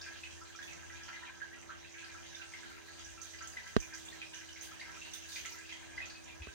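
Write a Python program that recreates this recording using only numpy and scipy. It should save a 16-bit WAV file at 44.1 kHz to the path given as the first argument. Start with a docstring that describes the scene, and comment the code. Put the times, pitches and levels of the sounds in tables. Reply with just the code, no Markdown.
"""Water circulates in a home aquarium. From the start a pump and the mains hum under a low rush, while
bubbles plink at the surface and tiny ones fizz and burst, ringing between the glass walls. Near 2.7 s
a faint, high whistle glides by, and then a hand softly bumps the camera. At 3.8 s a sharp knock rings
the camera's body. From 4.6 s the surface spits fine spray and the whistle returns; two more bumps and
a dull knock come last. The hum is nearly opposite in phase on the left and right."""
import sys
import numpy as np
from scipy import signal
from scipy.fft import rfft, irfft, next_fast_len
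from scipy.io import wavfile
from scipy.ndimage import uniform_filter1d, map_coordinates

SR = 44100
rng = np.random.default_rng(int(sys.argv[2]) if len(sys.argv) > 2 else 0)


def pcm_store(signal):
    """Save signal as 16-bit PCM."""
    levels = np.round(np.clip(np.atleast_2d(signal), -1, 1) * 32767)
    wavfile.write(sys.argv[1], SR, levels.astype(np.int16).T)


N = 288678

# The tone colour of fine spray. Each row: frequency in Hz, level in dB.
SPRAY_COLOUR = [(800, -3), (2500, 0), (6000, -3), (9000, 7.5), (12000, -2.5), (15500, 2.5)]


def amp(db):
    """Turn decibels into a gain."""
    return 10 ** (np.asarray(db) / 20)


def unit(x):
    """Scale a sound so that its average strength (rms) is 1."""
    return x / np.sqrt(np.mean(x ** 2) + 1e-20)


def envelope(t, t60, attack):
    """Rise in about `attack` seconds while fading by 60 dB every `t60` seconds."""
    return amp(-60 * t / t60) * (1 - np.exp(-t / attack))


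def along(points, hz):
    """Read between rows of frequency and value, giving each octave equal room."""
    freqs, values = np.transpose(points)
    return np.interp(np.log(hz + 1), np.log(freqs + 1), values)


def curves(rows):
    """Turn rows that begin with a time into one curve for each further column."""
    times, *columns = np.transpose(rows)
    return [np.interp(np.arange(N) / SR, times, column) for column in columns]


def wobble(rate):
    """A smooth curve through `rate` random values a second."""
    return map_coordinates(rng.standard_normal(int(N * rate / SR) + 4), [np.arange(N) * rate / SR])


def filtered(x, response):
    """Multiply each frequency in a sound by the gain that `response` gives it."""
    n = x.shape[-1]
    padded = next_fast_len(n + 4096)
    return irfft(rfft(x, padded) * response(np.fft.rfftfreq(padded, 1 / SR)), padded)[..., :n]


def panned(db):
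    """Two gains that make the left side `db` louder than the right."""
    return amp([[db / 2], [-db / 2]])


def delayed(x, lags):
    """Delay each channel by its own number of samples."""
    return np.array([np.pad(side, (lag, 0))[:len(side)] for side, lag in zip(x, lags)])


def add(track, start, sound):
    """Mix a stereo sound in at `start` seconds."""
    part = track[:, max(round(start * SR), 0):][:, :sound.shape[1]]
    part += sound[:, :part.shape[1]]


def tone(phase, pan_db, lead):
    """A pure tone whose left side runs `lead` radians ahead of its right."""
    return np.sqrt(2) * panned(pan_db) * np.sin(phase + np.array([[lead / 2], [-lead / 2]]))


def pump():
    """The rotor drones at multiples of its speed and whines at four times it, over a steady hum."""
    # The rotor slows a little. Each row: time in seconds, turns a second.
    speeds = [(2.6, 83.4), (3.15, 82.5), (3.55, 81.5)]
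    # Each row: multiple of the speed, level in dB, left over right in dB, left lead in radians.
    rotor_tones = [(1, -66.5, 7.5, 2.96), (2, -74, 2.5, 3.4), (3, -71.5, -1, 3.22), (5, -74.5, -7, 2.76)]
    # Each row: pitch in Hz, level in dB, left over right in dB, left lead in radians.
    hum_tones = [(94.6, -65, -1, 3.37), (460, -99, -12, 1.8), (500, -72.5, 2, 2.94), (598, -72, -2, 2.77),
                 (758.6, -84.5, -19, 2.1)]
    gone_s, back_s, fade_s = 3.575, 3.77, 0.042  # the whine drops out and returns with the knock
    t = np.arange(N) / SR
    speed, = curves(speeds)
    shaft = 2 * np.pi * np.cumsum(speed + 0.249 * wobble(5.7)) / SR
    whining = np.clip(np.maximum(gone_s - t, t - back_s) / fade_s, 0, 1)
    surge_db = 4.5 * (t > back_s) * np.exp(-np.abs(t - back_s) / 0.38)  # comes back louder, then settles
    out = whining * amp(-62.5 + surge_db + 1.2 * wobble(15)) * tone(4 * shaft, pan_db=-3.5, lead=2.06)
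    for multiple, db, pan_db, lead in rotor_tones:
        out += amp(db + 3.9 * wobble(6.5)) * tone(multiple * shaft, pan_db, lead)
    for hz, db, pan_db, lead in hum_tones:
        out += amp(db + 0.48 * wobble(3.2)) * tone(2 * np.pi * hz * t, pan_db, lead)
    return out


def low_rush():
    """Moving water and room air make a low, wavering noise."""
    # The tone colour of the rush. Each row: frequency in Hz, level in dB.
    colour = [(20, -44), (35, -10), (58, 4.5), (105, -0.5), (175, 0), (240, 2), (290, -5), (400, -2),
              (460, -7), (540, -5), (590, -0.5), (700, -0.5), (1200, -5.5), (4000, -44)]
    # Each row: frequency in Hz, how alike the two sides are (1 the same, -1 opposite).
    likeness = [(60, -0.015), (200, -0.85), (400, -0.32), (700, -0.54), (2000, 0.21)]

    def mid_and_side(hz):
        angle = np.arccos(np.clip(along(likeness, hz), -1, 1)) / 2
        return amp(along(colour, hz)) * [np.cos(angle), np.sin(angle)]

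    mid, side = filtered(rng.standard_normal((2, N)), mid_and_side)
    return amp(-61 + 1.6 * wobble(8.1)) * unit(np.array([mid + side, mid - side])) * panned(-1.4)


def plink(t, hz, t60, rise, attack):
    """A bubble rings by swelling and shrinking; its pitch rises as it nears the surface."""
    cycles = hz * (t + rise * (t - t60 * (1 - np.exp(-t / t60))))
    return np.sin(2 * np.pi * cycles) * envelope(t, t60, attack)


def swarm(rate, centre_hz, spread, cycles, scatter_db, t60):
    """Small random bubbles, `rate` a second, ring for about `cycles` cycles and echo for `t60` seconds."""
    when, pitch, size, side = rng.random((int(rate * N / SR), 4)).T
    hz = centre_hz * np.exp(spread * (2 * pitch - 1))[:, None]
    t = np.arange(SR // 32) / SR
    plinks = plink(t, hz, cycles / hz, rise=0.36, attack=0.000088) * amp(scatter_db * size)[:, None]
    positions = (when * N).astype(int)[:, None] + np.arange(len(t))
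    direct = np.array([np.bincount(positions.ravel(), (plinks * gain[:, None]).ravel(), N)[:N]
                       for gain in (1 + side, 2 - side)])
    age = np.arange(SR // 4) / SR
    echoes = rng.standard_normal((2, len(age))) * (amp(-60 * age / t60) + 3 * amp(-60 * age / 0.0018))
    return unit(signal.fftconvolve(direct, echoes, axes=1)[:, :N])


def tank_air(hz):
    """The air between the water and the glass rings at a few narrow pitches."""
    # Each row: pitch in Hz, width in Hz, level in dB.
    resonances = [(997, 87, -5.5), (1335.4, 14.3, 5), (1573, 29, 4.5), (1654.5, 23.4, 8.5), (1798, 44, 2),
                  (1986, 130, 5), (2230, 20, -4), (2403, 26, 5), (2546, 18, 3), (2694, 51, -2),
                  (2970, 33, -3), (3130, 24, 2.5), (3670, 29, -5)]
    return sum(amp(db) * 1j * hz * width / (centre ** 2 - hz ** 2 + 1j * hz * width)
               for centre, width, db in resonances)


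def trickle():
    """The returning flow sheds bubbles that ring the tank's air, plus fizz, spatter and tiny droplets."""
    # The strength of the flow. Each row: time in seconds, babble level in dB, fizz level in dB.
    flow = [(0.0, -51, -59.5), (0.4, -62.5, -61), (1.06, -53, -60), (1.35, -53.5, -63), (1.75, -59, -63),
            (2.3, -56.5, -60.5), (2.55, -57.5, -60), (2.75, -59, -61), (3.06, -57.5, -59.5),
            (3.19, -63, -59.5), (3.94, -55, -59), (4.16, -55.5, -59.5), (4.63, -59, -60),
            (4.92, -54, -58.5), (5.22, -61, -58), (5.34, -62.5, -55.5), (5.54, -54.5, -58),
            (5.8, -58.5, -60.5), (6.55, -61.5, -62)]
    # The tone colour of the fizz. Each row: frequency in Hz, level in dB.
    fizz_colour = [(500, -80), (1500, 3), (2500, -1.5), (3700, -7.5), (5200, -4), (6500, -1.5),
                   (8000, -6.5), (11000, -16), (14000, -19.5), (15500, -11.5)]
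    babble_db, fizz_db = curves(flow)
    small = swarm(rate=170, centre_hz=1760, spread=0.706, cycles=15, scatter_db=10, t60=0.14)
    babble = unit(filtered(small, lambda hz: 0.044 + tank_air(hz)))
    fine = swarm(rate=220, centre_hz=4787, spread=0.63, cycles=17, scatter_db=24.5, t60=0.41)
    fizz = unit(filtered(fine + rng.standard_normal((2, N)), lambda hz: amp(along(fizz_colour, hz))))
    spatter = swarm(rate=70, centre_hz=7700, spread=0.24, cycles=18, scatter_db=8, t60=0.21)
    droplets = swarm(rate=55, centre_hz=11600, spread=0.38, cycles=19, scatter_db=14, t60=0.17)
    treble = amp(fizz_db + 3) * (fizz + amp(-18) * spatter + amp(-22.5) * droplets)
    gurgle_db = 1.9 * wobble(25)
    return amp(babble_db - 1 + gurgle_db) * babble * panned(-1.2) + treble


def churned(x, hz):
    """Moving water shakes a ringing bubble every five cycles and roughens its tone."""
    steps = np.arange(len(x)) * hz / 5 / SR
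    shake = map_coordinates(rng.uniform(-0.88, 1, size=1024), [steps]) * np.sqrt(3)
    return x * (1 + 0.42 * shake)


def echoed(x, echo_db, t60, build):
    """A short sound reaches both microphones directly, then as dense echoes from glass and room."""
    t = np.arange(len(x)) / SR
    tail = rng.standard_normal((2, len(x))) * envelope(t, t60, build)
    echo = unit(signal.fftconvolve(x[None], tail, axes=1)[:, :len(x)])
    direct = delayed([x, x], rng.integers(0, SR // 4000, 2))
    sound = unit(direct) + amp(echo_db) * echo
    power = uniform_filter1d(np.mean(sound ** 2, axis=0), size=SR // 250)
    return sound / np.sqrt(power.max())  # the loudest 4 ms get strength 1


def rebounded(x):
    """Nearby walls return a sound four times at uneven intervals, so that it stutters as it dies."""
    spacing_s, first_db, loss_db = 0.014, -7, 6
    out = x.copy()
    for k, (jitter, skew) in enumerate(rng.random((4, 2))):
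        stretch = 0.7 + 0.6 * jitter + 0.04 * skew * np.array([0, 1])
        lags = np.round(SR * spacing_s * (k + 1) * stretch).astype(int)
        out += amp(first_db - loss_db * k) * delayed(x, lags)
    return out * np.abs(x).max() / np.abs(out).max()


def noise_burst(t, hz, t60, narrow, attack):
    """A dying burst of stereo noise around one pitch."""
    noise = rng.standard_normal((2, len(t)))
    band = filtered(noise, lambda f: 1 / (1 + (narrow * np.log((f + 1) / hz)) ** 2) ** 2)
    return unit(band * envelope(t, t60, attack))


def bubbles():
    """Each gurgle is a ringing bubble, a splash and three quieter companions, all ringing the tank's air."""
    # The loudest bubbles; far ones have more echo.
    # Each row: start in seconds, level in dB, pitch in Hz, echo against the direct sound in dB.
    loud_bubbles = [(0.012, -46, 3580, -11), (0.027, -46.5, 2600, 3), (.115, -50, 2130, -2),
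                    (.160, -48, 1655, -14), (0.2345, -35.5, 2547, -1), (.412, -54.5, 990, 5),
                    (.415, -44, 1315, -13), (.504, -49, 1600, -16), (0.5512, -43, 1315, -20),
                    (.590, -39.5, 1610, -4), (0.614, -46, 1780, 3), (.626, -43, 3380, -2),
                    (0.678, -42, 2570, 3), (.721, -48, 2180, 3.5), (0.829, -49, 1306, -8),
                    (.899, -51, 1949, 2), (.901, -45, 1593, -2), (1.084, -52, 995, -4),
                    (1.086, -42.5, 1384, 1.5), (1.13, -42, 2044, 1), (1.197, -51.5, 2810, 4),
                    (1.224, -47, 1340, 0), (1.226, -49.5, 1000, -6), (1.2335, -42, 1850, -19),
                    (1.297, -49, 1030, -13), (1.411, -45, 1650, -10), (1.418, -34, 1607, -15),
                    (1.531, -44, 1906, -7), (1.694, -37.5, 1318, -3.5), (1.702, -39, 1547, -7),
                    (1.829, -51, 2140, -7), (1.848, -46, 2600, -3), (1.942, -44, 2220, -2),
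                    (1.9814, -47, 2560, 9.5), (2.026, -46, 1610, -1), (2.1442, -43, 1534, -3),
                    (2.149, -44, 1330, -9), (2.3483, -37, 3550, -12), (2.367, -48, 1560, -6),
                    (2.3965, -45.5, 1533, 1.5), (2.417, -39, 2680, -4), (2.537, -40, 2095, 0.5),
                    (2.6317, -45.5, 1586, 3.5), (2.711, -46, 1360, -5), (2.771, -50, 1340, -9),
                    (2.995, -48, 1300, -6), (3.175, -46, 1330, -16), (3.216, -48, 1321, -13),
                    (3.332, -51.5, 2004, 10), (3.346, -55, 1680, 3), (3.407, -44, 1316, 0),
                    (3.412, -43.5, 1568, 1), (3.5689, -35, 1982, -3.5), (3.666, -46, 2000, 0),
                    (3.8223, -43.5, 2370, 1), (3.9429, -42.5, 1618, -7), (4.086, -37, 3550, -18),
                    (4.127, -44.5, 1830, -5), (4.215, -37, 2464, 1), (4.338, -39, 2880, -1.5),
                    (4.41, -52, 1960, 2), (4.489, -44.5, 2980, 2), (4.561, -45, 2144, 1),
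                    (4.571, -53, 2380, 3), (4.716, -43, 1310, -12), (4.745, -47, 2537, -4),
                    (4.796, -45, 1830, -8), (4.798, -46, 3850, -2), (4.813, -38, 2100, -3),
                    (4.89, -45.5, 1615, 2), (4.892, -45, 1320, -14), (4.972, -44.5, 1320, -21),
                    (5.017, -39.5, 2700, -1), (5.051, -46, 3850, -4), (5.1371, -38, 3520, -5),
                    (5.246, -46, 2668, -6), (5.285, -51, 1626, -16), (5.3192, -43.5, 3610, 7),
                    (5.361, -37.5, 2405, 1.5), (5.366, -43.5, 2025, -9), (5.447, -51, 1670, -7),
                    (5.452, -39.5, 2094, 0), (5.451, -46, 2800, 12), (5.457, -45, 1320, -11),
                    (5.5403, -48, 1344, -2), (5.548, -49, 1980, 1), (5.6386, -49, 2520, -2),
                    (5.6927, -41, 2426, 5), (5.7235, -42, 2060, -1), (5.724, -42.5, 3200, 1.5),
                    (5.9775, -33, 2016, -4), (5.979, -42.5, 1590, -8), (6.003, -37, 1890, -8),
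                    (6.017, -36.5, 2506, -2.5), (6.107, -51, 1670, -2), (6.152, -47.5, 2510, -1),
                    (6.279, -47, 2654, 5), (6.299, -48.5, 2400, 1), (6.42, -40.5, 2560, 2.5),
                    (6.4861, -46, 1544, -21)]
    # Standing waves give each pitch its own side. Each row: pitch in Hz, left over right in dB.
    sides = [(1340, 1), (1620, -6.5), (2000, -1.5), (2700, -2.5), (3600, -6)]
    stray_rate, low_hz, high_hz = 11, 1330, 2780  # faint bubbles in between: per second, pitch range
    strays = [(when * N / SR, -56 + 6.5 * (2 * size - 1), low_hz * (high_hz / low_hz) ** pitch, -6.5)
              for when, size, pitch in rng.random((round(stray_rate * N / SR), 3))]
    out, t = np.zeros((2, N)), np.arange(SR // 4) / SR

    def ring(hz, swell_s, echo_db):
        clean = plink(t, hz, t60=0.034, rise=0.064, attack=swell_s)
        return echoed(churned(clean, hz), echo_db, t60=0.27, build=0.0043)

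    for start, db, hz, echo_db in loud_bubbles + strays:
        swell_s = 0.0014 * max(2000 / hz, 1) ** 3  # large, low bubbles swell more slowly
        gain = amp(db - 6.5) * panned(along(sides, hz))
        splash = noise_burst(t, hz * 1.07, t60=0.28, narrow=1.55, attack=2 * swell_s)
        splash *= amp(-16 + 0.92 * echo_db)  # more echo, more splash
        add(out, start - 0.001, gain * (rebounded(ring(hz, swell_s, echo_db)) + splash))
        for when, pitch in rng.random((3, 2)):
            delay = np.interp(when, [0, 1], [-4 * swell_s, 0.035])
            companion = ring(hz * np.exp(0.296 * (pitch - 0.5)), swell_s, echo_db)
            add(out, start + delay, gain * amp(-17) * companion)
    return filtered(out, lambda hz: 0.76 + 0.45 * tank_air(hz))


def spray(noise):
    """Give noise the bright hiss of fine spray."""
    return unit(filtered(noise, lambda hz: amp(along(SPRAY_COLOUR, hz))))


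def pops():
    """Tiny bubbles burst with a high tick and a puff of spray."""
    # Each row: start in seconds, level in dB, pitch in Hz, spray against the tick in dB.
    bursts = [(.014, -37, 4950, -34), (0.5602, -44.5, 5660, -30), (.628, -46, 6060, -14),
              (.666, -54, 6374, -14), (.7312, -44, 6070, -33), (1.035, -40, 5200, -29),
              (1.087, -48, 4680, -30), (2.0442, -45, 4740, -33), (2.354, -42, 5670, -27),
              (2.992, -48, 6144, -31), (3.0475, -42, 6000, -35), (3.2164, -36.5, 6170, -20),
              (3.388, -45, 4709, -30), (3.4232, -42, 6100, -23), (3.4728, -37.5, 6650, -20.5),
              (3.526, -49, 4720, -13), (3.674, -46, 5972, -16), (3.8028, -35.5, 6150, -21),
              (3.938, -40, 5500, -30), (3.946, -40, 6140, -19), (3.98, -45, 7100, -17),
              (4.0516, -42.5, 7210, -18), (4.3449, -39.5, 5850, -23), (4.529, -44, 5640, -32),
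              (4.611, -37, 6270, -26), (4.801, -45, 4700, -29), (5.054, -48, 4420, -14),
              (5.1347, -37.5, 5940, -28), (5.292, -43, 4766, -19), (5.326, -41, 6200, -25),
              (5.357, -39, 4630, -20), (5.36, -39.5, 6500, -23), (5.458, -36.5, 6500, -30),
              (5.492, -44, 4520, -27), (5.5048, -52, 14800, -14), (5.522, -40, 5490, -28),
              (5.5856, -44, 7200, -24), (5.7992, -53, 7740, -16), (6.057, -42.5, 6360, -25),
              (6.1012, -41.5, 4660, -32), (6.241, -45, 6403, -30)]
    out, t = np.zeros((2, N)), np.arange(SR // 4) / SR
    for start, db, hz, spray_db in bursts:
        snap = noise_burst(t, hz, t60=0.036, narrow=4.7, attack=0.0011)[0]
        tick = echoed(snap, echo_db=2.5, t60=0.39, build=0.0019)
        puff = spray(rng.standard_normal((2, len(t))) * envelope(t, t60=0.48, attack=0.0038))
        add(out, start - 0.001, amp(db - 10) * (tick + amp(spray_db) * puff))
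    return out


def whistle():
    """A faint, very high whistle sounds twice, gliding up and down as it swells and fades."""
    # One list for each whistle. Each row: time in seconds, pitch in Hz, level in dB.
    glides = [
        [(2.68, 12800, -88), (2.70, 13480, -78), (2.755, 13580, -81), (2.80, 13750, -100), (2.852, 13550, -84),
         (2.878, 13120, -75), (2.90, 12750, -83), (2.945, 12150, -88), (3.01, 12500, -85)],
        [(5.265, 12350, -84), (5.297, 13150, -66), (5.325, 13480, -75), (5.365, 13680, -76),
         (5.408, 13350, -69), (5.44, 13000, -74), (5.48, 12380, -78), (5.52, 12550, -78), (5.558, 13300, -69),
         (5.582, 12850, -80)],
    ]
    flutter_hz, flutter_db, fade_s = 110, 1.5, 0.008
    out, t = np.zeros((2, N)), np.arange(N) / SR
    for rows in glides:
        hz, db = curves(rows)
        start, end = rows[0][0], rows[-1][0]
        sounding = np.clip(np.minimum(t - start, end - t) / fade_s, 0, 1)
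        phase = 2 * np.pi * np.cumsum(hz + flutter_hz * wobble(900)) / SR
        out += sounding * amp(db + flutter_db * wobble(70)) * tone(phase, pan_db=-9, lead=1.6)
    return out


def bumps():
    """The hand shifts on the camera: a brief, low push, the same in both microphones."""
    # Each row: middle in seconds, level in dB, pitch in Hz, half-length in seconds.
    pushes = [(3.068, -61, 54.6, 0.042), (3.133, -58, 55, 0.03), (6.415, -41, 73, 0.014),
              (6.482, -45, 63.4, 0.012)]
    t = np.arange(N) / SR
    return sum(amp(db) * np.exp(-((t - middle) / half) ** 2) * np.sin(2 * np.pi * hz * (t - middle))
               for middle, db, hz, half in pushes)


def camera_body(t, low_hz, hard_hz):
    """A blow pushes the shell in as the camera recoils. Light blows miss low tones, soft ones the high."""
    # The recoil in the hand comes first, then the tones of the shell.
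    # Each row: pitch in Hz, level in dB, seconds to fade by 60 dB.
    body_tones = [(52, -9, 0.122), (233, 0.5, 0.025), (412, -1.5, 0.023), (652, -10.5, 0.016),
                  (910, -34, 0.033), (1190, -1.5, 0.0099), (1540, -11.5, 0.019), (1810, -17, 0.024),
                  (2570, -13, 0.0081), (3830, -27, 0.027), (6387, -39, 0.005)]
    rings = []
    for hz, db, t60 in body_tones:
        weakening = 1 + (hz / hard_hz) ** 2 + (low_hz / hz) ** 2
        rings.append(amp(db - 60 * t / t60) * np.sin(2 * np.pi * hz * t) / weakening)
    recoil, *shell = rings
    return recoil - sum(shell)


def knocks():
    """Blows crack and ring the camera's body; on the left the ring is later, duller and upside down."""
    # Each row: start in seconds, level in dB, low and high edge of the blow in Hz, left over right in dB.
    blows = [(3.7654, -9, 15, 8400, -4.5), (6.4712, -30.5, 640, 900, 1)]
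    out, t = np.zeros((2, N)), np.arange(SR // 4) / SR
    for start, db, low_hz, hard_hz, pan_db in blows:
        right = camera_body(t, low_hz, hard_hz)
        left = -camera_body(np.maximum(t - 0.0008, 0), low_hz, hard_hz * 0.2)
        ring = np.array([left, right]) / np.abs(right).max()
        crack = amp(-48) * noise_burst(t, hard_hz / 2, t60=0.017, narrow=2.3, attack=0.0001)
        add(out, start, amp(db) * panned(pan_db) * (ring + crack))
    return out


def spurts():
    """Now and then the surface spits fine spray: it rises fast, sputters and dies away."""
    # Each row: start in seconds, seconds until it begins to fade, level in dB.
    spits = [(4.618, 0.042, -58), (5.132, 0.009, -54), (5.28, 0.11, -63), (5.443, .06, -69)]
    rise_s, fade_s = 0.007, 0.25
    level, t = np.zeros(N), np.arange(N) / SR
    for start, length, db in spits:
        fade_db = 60 * np.maximum(t - start - length, 0) / fade_s
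        level += amp(db - fade_db) * np.clip((t - start) / rise_s, 0, 1)
    hiss = spray(rng.standard_normal((2, N)))
    sputter_db = 0.5 * wobble(150)
    return level * amp(5.5 + sputter_db) * hiss


def microphone_ports(x):
    """The opening of each microphone rings at its own treble pitch."""
    # The tone colour of each side. Each row: frequency in Hz, gain in dB.
    left_colour = [(3000, -0.5), (4100, 4), (4750, 6), (5300, 1), (5800, -7.5), (7000, -4.5), (10000, -0.5),
                   (15000, -0.5)]
    right_colour = [(3000, 0.5), (3900, 7), (4400, -3), (5100, -2.5), (6000, 8.5), (6400, 7), (7300, 2.5),
                    (10000, 0)]
    return filtered(x, lambda hz: amp([along(left_colour, hz), along(right_colour, hz)]))


def scene():
    """Water, whistle, pump and low rush, with the knocks and bumps on top."""
    water = bubbles() + microphone_ports(pops() + spurts() + trickle())
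    return water + whistle() + pump() + low_rush() + knocks() + bumps()


def record(dry):
    """The camera drops the deepest bass and keeps nothing above 15800 Hz."""
    bass_cut = signal.butter(3, 42, "highpass", fs=SR, output="sos")
    return filtered(signal.sosfilt(bass_cut, dry), lambda hz: hz < 15800)


dry = scene()
out = record(dry)
pcm_store(out)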